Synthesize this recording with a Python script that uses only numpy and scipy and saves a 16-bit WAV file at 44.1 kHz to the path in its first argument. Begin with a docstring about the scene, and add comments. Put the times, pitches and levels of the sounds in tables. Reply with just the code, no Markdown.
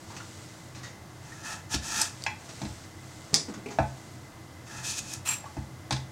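"""A small, lively kitchen: a knife trims firm pumpkin on a thick wooden board.
Two slow cuts crunch as cells burst and the rind cracks; knocks ring the board and boom in the counter.
Between the cuts the free hand snaps its fingers and stands the pumpkin on end, with pats and squeaks.
After the second cut the blade scrapes over the wood and squeals briefly.
Skin and apron rustle; an appliance hums behind."""
import sys
import numpy as np
from scipy import signal
from scipy.fft import rfft, irfft, next_fast_len
from scipy.io import wavfile

SR = 44100
rng = np.random.default_rng(int(sys.argv[2]) if len(sys.argv) > 2 else 0)


def file_out(sig):
    """Save sig as 16-bit WAV at sys.argv[1]."""
    # one column per channel
    cols = np.atleast_2d(sig).T
    # limit, then scale
    lim = np.clip(cols, -1, 1)
    pcm = np.round(lim * 32767).astype(np.int16)
    wavfile.write(sys.argv[1], SR, pcm)


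N = 269451
TIME_S = np.arange(N) / SR


def from_db(db):
    """Decibels to gain."""
    return 10 ** (np.asarray(db) / 20)


def unit_power(x):
    """Scale to RMS 1."""
    return x / np.sqrt(np.mean(x ** 2) + 1e-20)


def at_hz(points, hz):
    """Interpolate a table over log frequency."""
    points_hz, values = np.transpose(points)
    return np.interp(np.log(np.maximum(hz, 1)), np.log(points_hz), values)


def add(out, start_s, sound):
    """Mix a sound in at start_s."""
    start = int(start_s * SR)
    out[start:start + len(sound)] += sound[:N - start]


def butterworth(x, kind, hz, order=2):
    """Causal low-, high- or band-pass."""
    return signal.sosfilt(signal.butter(order, hz, kind, fs=SR, output="sos"), x)


def colour(x, spectrum):
    """Minimum-phase filter from (freq_hz, gain_db) points; unit power."""
    size = 2 * next_fast_len(len(x) // 2 + 1)
    gain = from_db(at_hz(spectrum, np.fft.rfftfreq(size, 1 / SR)))
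    cepstrum = irfft(np.log(gain))
    response = np.exp(rfft(2 * cepstrum[:size // 2], size))
    return unit_power(irfft(rfft(x, size) * response)[:len(x)])


def pole_pair(hz, width_hz):
    """Denominator of one resonance."""
    radius = np.exp(-np.pi * width_hz / SR)
    return [1, -2 * radius * np.cos(2 * np.pi * hz / SR), radius ** 2]


def resonate(x, peaks):
    """Parallel resonances (freq_hz, width_hz, gain_db) of alternating sign; unit power."""
    out = 0
    for k, (hz, width_hz, gain_db) in enumerate(peaks):
        poles = pole_pair(hz, width_hz)
        gain = (-1) ** k * from_db(gain_db) * (1 - poles[2])
        out += gain * signal.lfilter([1, 0, -1], poles, x)
    return unit_power(out)


def fade(t60_s):
    """Exponential decay, 1 s buffer."""
    return np.exp(-np.log(1000) * TIME_S[:SR] / t60_s)


def ring(hz, t60_s):
    """One struck mode."""
    return np.sin(2 * np.pi * hz * TIME_S[:SR]) * fade(t60_s)


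def burst(spectrum, t60_s):
    """Decaying coloured noise, starting at unit power."""
    decay = fade(t60_s)
    return colour(rng.standard_normal(SR) * decay, spectrum) * np.sqrt(np.mean(decay ** 2))


def grains(rate_per_s, spread_db):
    """Random clicks of uneven size."""
    sizes = from_db(spread_db * np.minimum(rng.exponential(1, N), 4))
    signs = rng.choice([-1, 1], N)
    return sizes * signs * (rng.random(N) < rate_per_s / SR) + 1e-18


def stroke(start_s, length_s, growth_db, release_t60_s, attack_s):
    """Push envelope: bite, ramp by growth_db to gain 1, release."""
    age_s = TIME_S - start_s
    bite = np.clip(age_s / attack_s, 0, 1)
    ramp = from_db(growth_db * (np.clip(age_s / length_s, 0, 1) - 1))
    release = np.exp(-np.log(1000) * np.maximum(age_s - length_s, 0) / release_t60_s)
    return bite * ramp * release


# freq_hz, gain_db
ROOM_NOISE_SPECTRUM = [(15, -54), (25, -12), (64, -21), (80, -11.5), (108, -2.5), (242, -12), (326, -13.5),
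                       (405, -18.5), (641, -16.5), (714, -16), (818, -17.5), (1840, -23.5), (2000, -29),
                       (6560, -29.5), (16000, -44)]


def room_noise():
    """Steady, bass-heavy noise floor."""
    return from_db(-48) * colour(rng.standard_normal(N), ROOM_NOISE_SPECTRUM)


# pitch_hz, width_hz, level_db
HUM_BANDS = [(89.8, 14, -54.5), (127.14, 4.3, -55), (321.6, 27, -58), (2032, 84, -62.5)]


def appliance_hum():
    """Wavering tones of narrow-band noise."""
    out = np.zeros(N)
    for pitch_hz, width_hz, level_db in HUM_BANDS:
        band = resonate(rng.standard_normal(N), [(pitch_hz, width_hz, 0)])
        out += from_db(level_db) * resonate(band, [(pitch_hz, 2 * width_hz, 0)])
    return out


# middle_s, length_s, relative_db
ARM_MOVES = [(.32, 1.05, -49.5), (1.35, 0.6, -57), (2.205, .25, -49.5), (2.62, 0.66, -47),
             (3.2, 0.69, -51.5), (3.95, 0.88, -54), (5.547, 0.33, -56.5)]
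# freq_hz, gain_db
RUSTLE_SPECTRUM = [(1000, 2.5), (2500, 0), (6000, 3), (8000, 3), (10500, -12.5), (16000, -24)]


def rustle():
    """Skin and apron friction follows arm speed, a half sine per move."""
    speed = np.zeros(N)
    for middle_s, length_s, relative_db in ARM_MOVES:
        speed += from_db(relative_db) * np.cos(np.pi * np.clip((TIME_S - middle_s) / length_s, -0.5, 0.5))
    return from_db(-2) * speed * colour(grains(rate_per_s=17000, spread_db=4.5), RUSTLE_SPECTRUM)


# start_s, rasp_db, squeak_db, pitch_hz, t60_s
FINGER_SLIPS = [(.102, -50, -47.5, 970, 0.31), (.165, -40, -48, 2670, .12), (.201, -65, -41, 1400, .11),
                (.748, -47.5, -62, 2580, 0.43), (.831, -43, -49, 1920, 0.3), (1.318, -59, -45.5, 1800, 0.1),
                (2.49, -41.5, -63, 2500, 0.1), (2.835, -49.5, -50, 1700, .09),
                (3.539, -40, -45, 1400, 0.069), (3.659, -61, -35.5, 2470, 0.035),
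                (3.685, -48, -38.5, 2300, 0.043), (3.705, -44.5, -46, 840, 0.23),
                (5.456, -52, -43, 1110, .088)]


def finger_slips():
    """Fingers slip on damp rind: short rasps and squeaks."""
    out = np.zeros(N)
    rasp_spectrum = [(60, -16), (400, 4), (1800, 3), (3200, -0.5), (6500, 2.5), (10000, -16),
                     (16000, -30)]
    attack = 1 - fade(t60_s=0.0049)
    for start_s, rasp_db, squeak_db, pitch_hz, t60_s in FINGER_SLIPS:
        squeak = from_db(squeak_db) * resonate(rng.standard_normal(SR), [(pitch_hz, 110, 0)])
        rasp = from_db(rasp_db) * burst(rasp_spectrum, t60_s)
        add(out, start_s, attack * (squeak * fade(t60_s) + rasp))
    return out


# start_s, length_s, growth_db, release_t60_s, tearing_relative_db, load_relative_db
KNIFE_PUSHES = [(1.218, .22, 3, .2, -52, -52.5), (1.431, 0.099, 3, 0.28, -39, -38),
                (1.688, 0.057, 15, .1, -28, -33), (1.809, 0.21, 14.5, 0.24, -27, -31.5),
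                (4.645, .14, 9, 0.53, -43.5, -43), (4.827, 0.088, 1, 0.32, -32.5, -49),
                (4.955, .036, 10, 0.035, -29.5, -47), (5.016, .122, 14, 0.18, -37.5, -48)]
# freq_hz, gain_db
TEARING_SPECTRUM = [(1180, -15), (2000, -25), (2280, -12.5), (2550, 0), (2830, -11.5), (3260, -6.5),
                    (4770, -5.5), (5160, -2.5), (6640, -0.5), (14000, -24.5), (16000, -32)]
# freq_hz, width_hz, gain_db
FLESH_RESONANCES = [(687, 46, -5), (879, 60, 2), (1320, 150, -0.5), (1745, 92, 5), (2633, 50, 0.5),
                    (3150, 51, -6)]


def cutting():
    """Four pushes a cut. Cells burst ahead of the edge: crisp hiss, coarse crunch, low blade drag."""
    tearing, load = np.zeros(N), np.zeros(N)
    for *shape, tearing_db, load_db in KNIFE_PUSHES:
        push = stroke(*shape, attack_s=0.029)
        tearing += from_db(tearing_db) * push
        load += from_db(load_db) * push
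    drag_spectrum = [(25, -21), (45, 1), (120, 1), (220, -2), (450, -22), (2000, -38)]
    hiss = tearing * colour(grains(rate_per_s=6000, spread_db=2.5), TEARING_SPECTRUM)
    crunch = load * resonate(grains(rate_per_s=2100, spread_db=-1), FLESH_RESONANCES)
    drag = load * colour(grains(rate_per_s=680, spread_db=1.5), drag_spectrum)
    return from_db(-2) * hiss + from_db(-2.5) * crunch + from_db(-13) * drag


# start_s, drive_db, t60_s, highpass_hz, lowpass_hz
RIND_CRACKS = [(1.7415, -20, .035, 2000, 4500), (1.7485, -20, .008, 4000, 7000),
               (2.0147, -11.5, 0.016, 4970, 7000), (2.0170, -8, .01, 5330, 8000),
               (2.222, -28, 0.0087, 3500, 4500), (2.2386, -17, 0.0047, 3200, 6000),
               (5.1372, -14, 0.0045, 6800, 8500)]
# freq_hz, gain_db
CRACK_SPECTRUM = [(300, -22), (1500, -14), (3000, -10), (4500, 0), (7500, 0), (10500, -8), (16000, -13)]


def rind_cracks():
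    """Brittle rind gives way in sharp bursts, each in its own band."""
    out = np.zeros(N)
    for start_s, drive_db, t60_s, highpass_hz, lowpass_hz in RIND_CRACKS:
        crack = from_db(drive_db) * burst(CRACK_SPECTRUM, t60_s)
        crack = butterworth(crack, "high", highpass_hz, order=4)
        add(out, start_s, butterworth(crack, "low", lowpass_hz))
    return out


# start_s, wood_db, lowpass_hz, twist_db, click_db, weight_db, push_hz
BLOWS = [(1.743, -40.5, 3030, -2, -24.5, -31.5, 58), (2.2641, -24.3, 3400, -45, -30.5, -58, 90),
         (2.617, -37, 1400, -5.5, -37.5, -32.5, 210), (2.652, -42, 1700, -10, -41, -37, 95),
         (3.7867, -19, 990, 2, -38.5, -26.5, 115), (3.7987, -36, 780, -2, -53, -37, 99),
         (4.990, -52, 1000, -8, -50, -43, 162), (5.441, -34, 820, -17, -58, -58, 110),
         (5.568, -35, 900, -7.5, -50, -33.5, 95), (5.908, -24, 1400, -26, -25, -32.5, 140),
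         (5.924, -31, 1600, -14, -25.5, -36.5, 128), (5.964, -49, 2000, -8, -35, -55, 128)]
# freq_hz, gain_db, t60_s, twist_share
BOARD_MODES = [(683.4, 1, 0.1, 0.9), (718, -9, 0.12, 1), (769, -4.5, 0.11, 1), (853.6, 0.5, 0.14, 0.11),
               (895, -6, 0.095, 0.02), (1040, -9, 0.074, 0.03), (1256, -8, 0.085, 0.9),
               (1347, -14, 0.079, 1), (1510, -5, 0.06, 1), (1673, -5, 0.074, 0.27),
               (1706, -5.5, 0.037, 0.8), (1950, -14.5, .13, 0.02), (2350, -10, 0.045, 0),
               (2414, -8.5, .08, 0), (2590, 0, 0.044, 0), (3330, -9, 0.06, 0), (3590, -16, .15, 0.2),
               (4300, -18, 0.1, 0.4)]


def board_knocks():
    """Softer contacts ring only the low wood modes; where a blow lands sets the board's twist."""
    out = np.zeros(N)
    clack_spectrum = [(300, -14.5), (900, 10), (1750, 36), (3500, 15), (8000, -39)]
    click_spectrum = [(300, -4.5), (1500, -14.5), (4000, 3), (6000, -1), (8500, -12), (11000, -25),
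                      (16000, -36)]
    for start_s, wood_db, lowpass_hz, twist_db, click_db, *_ in BLOWS:
        modes = sum(from_db(gain_db + twist_share * twist_db) * ring(hz, t60_s)
                    for hz, gain_db, t60_s, twist_share in BOARD_MODES)
        clack = from_db(-2.5) * burst(clack_spectrum, t60_s=0.054)   # dense, damped modes
        wood = butterworth(modes + clack, "high", 620, order=4)   # weak radiation below the first mode
        add(out, start_s, from_db(wood_db) * butterworth(wood, "low", lowpass_hz))
        add(out, start_s, from_db(click_db) * burst(click_spectrum, t60_s=0.038))
    return out


# freq_hz, gain_db, t60_s
COUNTER_MODES = [(69.8, 6.5, 0.3), (98, -2, .25), (131.4, 4.5, 0.42), (208, 7.5, .1), (215, 2, 0.25),
                 (274.5, 1.5, .15), (312.5, -1.5, .18), (360, -4, 0.074)]


def counter_thumps():
    """Each blow jolts the counter, then its full weight drives the modes near push_hz."""
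    out = np.zeros(N)
    jolt_hz, settle_s, mismatch_db_per_octave = 293, 0.00893, -10
    for start_s, *_, weight_db, push_hz in BLOWS:
        jolt = (start_s, weight_db - 0.5, jolt_hz)
        weight = (start_s + settle_s, weight_db, push_hz)
        for onset_s, drive_db, centre_hz in (jolt, weight):
            for k, (hz, gain_db, t60_s) in enumerate(COUNTER_MODES):
                mismatch_db = mismatch_db_per_octave * abs(np.log2(hz / centre_hz))
                add(out, onset_s, (-1) ** k * from_db(drive_db + gain_db + mismatch_db) * ring(hz, t60_s))
    return out


# start_s, level_db, pitch_hz, t60_s
HAND_PATS = [(3.3313, -28, 153, 0.27), (3.339, -30.5, 476, 0.046), (3.484, -32, 305, .08),
             (3.496, -36, 207, 0.056), (3.575, -38, 198, 0.1), (3.660, -34, 405, 0.15),
             (3.688, -38, 420, 0.086)]


def hand_pats():
    """Soft pats: a hollow note plus dull skin noise."""
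    out = np.zeros(N)
    skin_spectrum = [(30, -30), (90, -12), (170, 0), (350, -9), (800, -13), (2000, -28), (8000, -29.5),
                     (16000, -71)]
    for start_s, level_db, pitch_hz, t60_s in HAND_PATS:
        skin = from_db(-6) * burst(skin_spectrum, t60_s=0.15)
        add(out, start_s, from_db(level_db) * (ring(pitch_hz, t60_s) + skin))
    return out


# freq_hz, gain_db
SNAP_SPECTRUM = [(100, -19), (400, -9), (700, -22), (1400, -18.5), (2100, -13.5), (2900, -18), (3700, -5.5),
                 (5000, 2), (7300, -3.5), (9000, -11.5), (10500, -19.5), (16000, -30)]


def finger_snap(start_s=3.3424):
    """One pressure pulse, drawn out in the hollow of the hand, scattered by board and body."""
    out = np.zeros(N)
    pulse = colour(signal.unit_impulse(SR), SNAP_SPECTRUM) / np.sqrt(SR)
    for hz, width_hz in [(4200, 1000), (5400, 1700), (7000, 1700)]:
        poles = pole_pair(hz, width_hz)
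        pulse = signal.lfilter(poles[::-1], poles, pulse)   # all-pass: delay only
    scatter = burst(SNAP_SPECTRUM, t60_s=0.045)
    add(out, start_s, from_db(9) * pulse + from_db(-21) * scatter)
    return out


# freq_hz, gain_db
SCRAPE_SPECTRUM = [(400, -13), (850, 7.5), (2600, -0.5), (4500, 0), (6000, 3), (9000, -3), (10200, -9),
                   (16000, -13)]
# freq_hz, width_hz, gain_db
BLADE_MODES = [(2320, 70, -6), (2600, 100, 3), (2950, 200, -8), (4110, 200, -3), (5700, 200, -9),
               (7050, 80, -2), (7540, 90, 1), (8370, 70, -5), (9020, 120, -2), (11100, 60, -4),
               (11800, 50, -8), (12200, 55, -9), (12950, 150, -10), (14300, 120, -15)]


def blade_scrape():
    """Sweeping the slice aside, the edge chatters over the grain and rings the steel."""
    slips = grains(rate_per_s=7500, spread_db=4)
    rasp = from_db(-38) * colour(slips, SCRAPE_SPECTRUM)
    steel = from_db(-36) * resonate(slips, BLADE_MODES)
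    sweep = stroke(start_s=5.249, length_s=0.086, growth_db=-5, release_t60_s=0.19, attack_s=0.024)
    return sweep * (rasp + steel)


# pitch_hz, relative_db
SQUEAL_TONES = [(7534, -2.5), (7577, -5.5)]


def blade_squeal(start_s=5.282, attack_s=0.01):
    """Two close blade modes lock in and beat."""
    since_peak_s = TIME_S - start_s - attack_s
    tones = sum(from_db(db) * np.cos(2 * np.pi * hz * since_peak_s) for hz, db in SQUEAL_TONES)
    envelope = stroke(start_s, length_s=0.03, growth_db=-7, release_t60_s=0.29, attack_s=attack_s)
    return from_db(-28) * envelope * tones


# freq_hz, t60_s
ROOM_DECAY = [(250, 0.47), (700, 0.26), (1840, 0.31), (5000, 0.25), (9000, 0.26), (15000, 0.043)]
# delay_s, relative_db
EARLY_ECHOES = [(.0043, -6), (.0118, -21), (0.017, -10)]


def kitchen(x, wet_db):
    """Direct sound, echoes off board and near walls, and a diffuse tail that dies sooner in the treble."""
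    edges_hz, tail = np.geomspace(200, 17000, 10), np.zeros(SR)
    for low_hz, high_hz in zip(edges_hz, edges_hz[1:]):
        band = butterworth(rng.standard_normal(SR), "band", [low_hz, high_hz])
        tail += band * fade(at_hz(ROOM_DECAY, np.sqrt(low_hz * high_hz)))
    tail *= 1 - fade(t60_s=0.0099)   # reflections build up
    response = tail / np.sqrt(np.sum(tail ** 2))
    for delay_s, relative_db in EARLY_ECHOES:
        response[int(delay_s * SR)] += from_db(relative_db)
    return x + from_db(wet_db) * signal.fftconvolve(x, response)[:N]


def scene():
    """Mono mix of background, hands, knife and board."""
    background = room_noise() + appliance_hum() + rustle()
    hands = kitchen(finger_slips() + hand_pats(), wet_db=-5) + kitchen(finger_snap(), wet_db=-4)
    knife = kitchen(cutting() + rind_cracks() + blade_scrape(), wet_db=-9.5) + blade_squeal()
    board = kitchen(board_knocks(), wet_db=-5.5) + counter_thumps()
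    return (background + hands + knife + board)[None]


def record(dry):
    """Sub-bass cut, soft peak limit, steep treble cut."""
    highpass_hz, ceiling, lowpass_hz = 32, 1.2, 15850
    rounded = ceiling * np.tanh(butterworth(dry, "high", highpass_hz) / ceiling)
    return signal.sosfilt(signal.ellip(12, 0.1, 80, lowpass_hz, fs=SR, output="sos"), rounded)


dry = scene()
out = record(dry)
file_out(out)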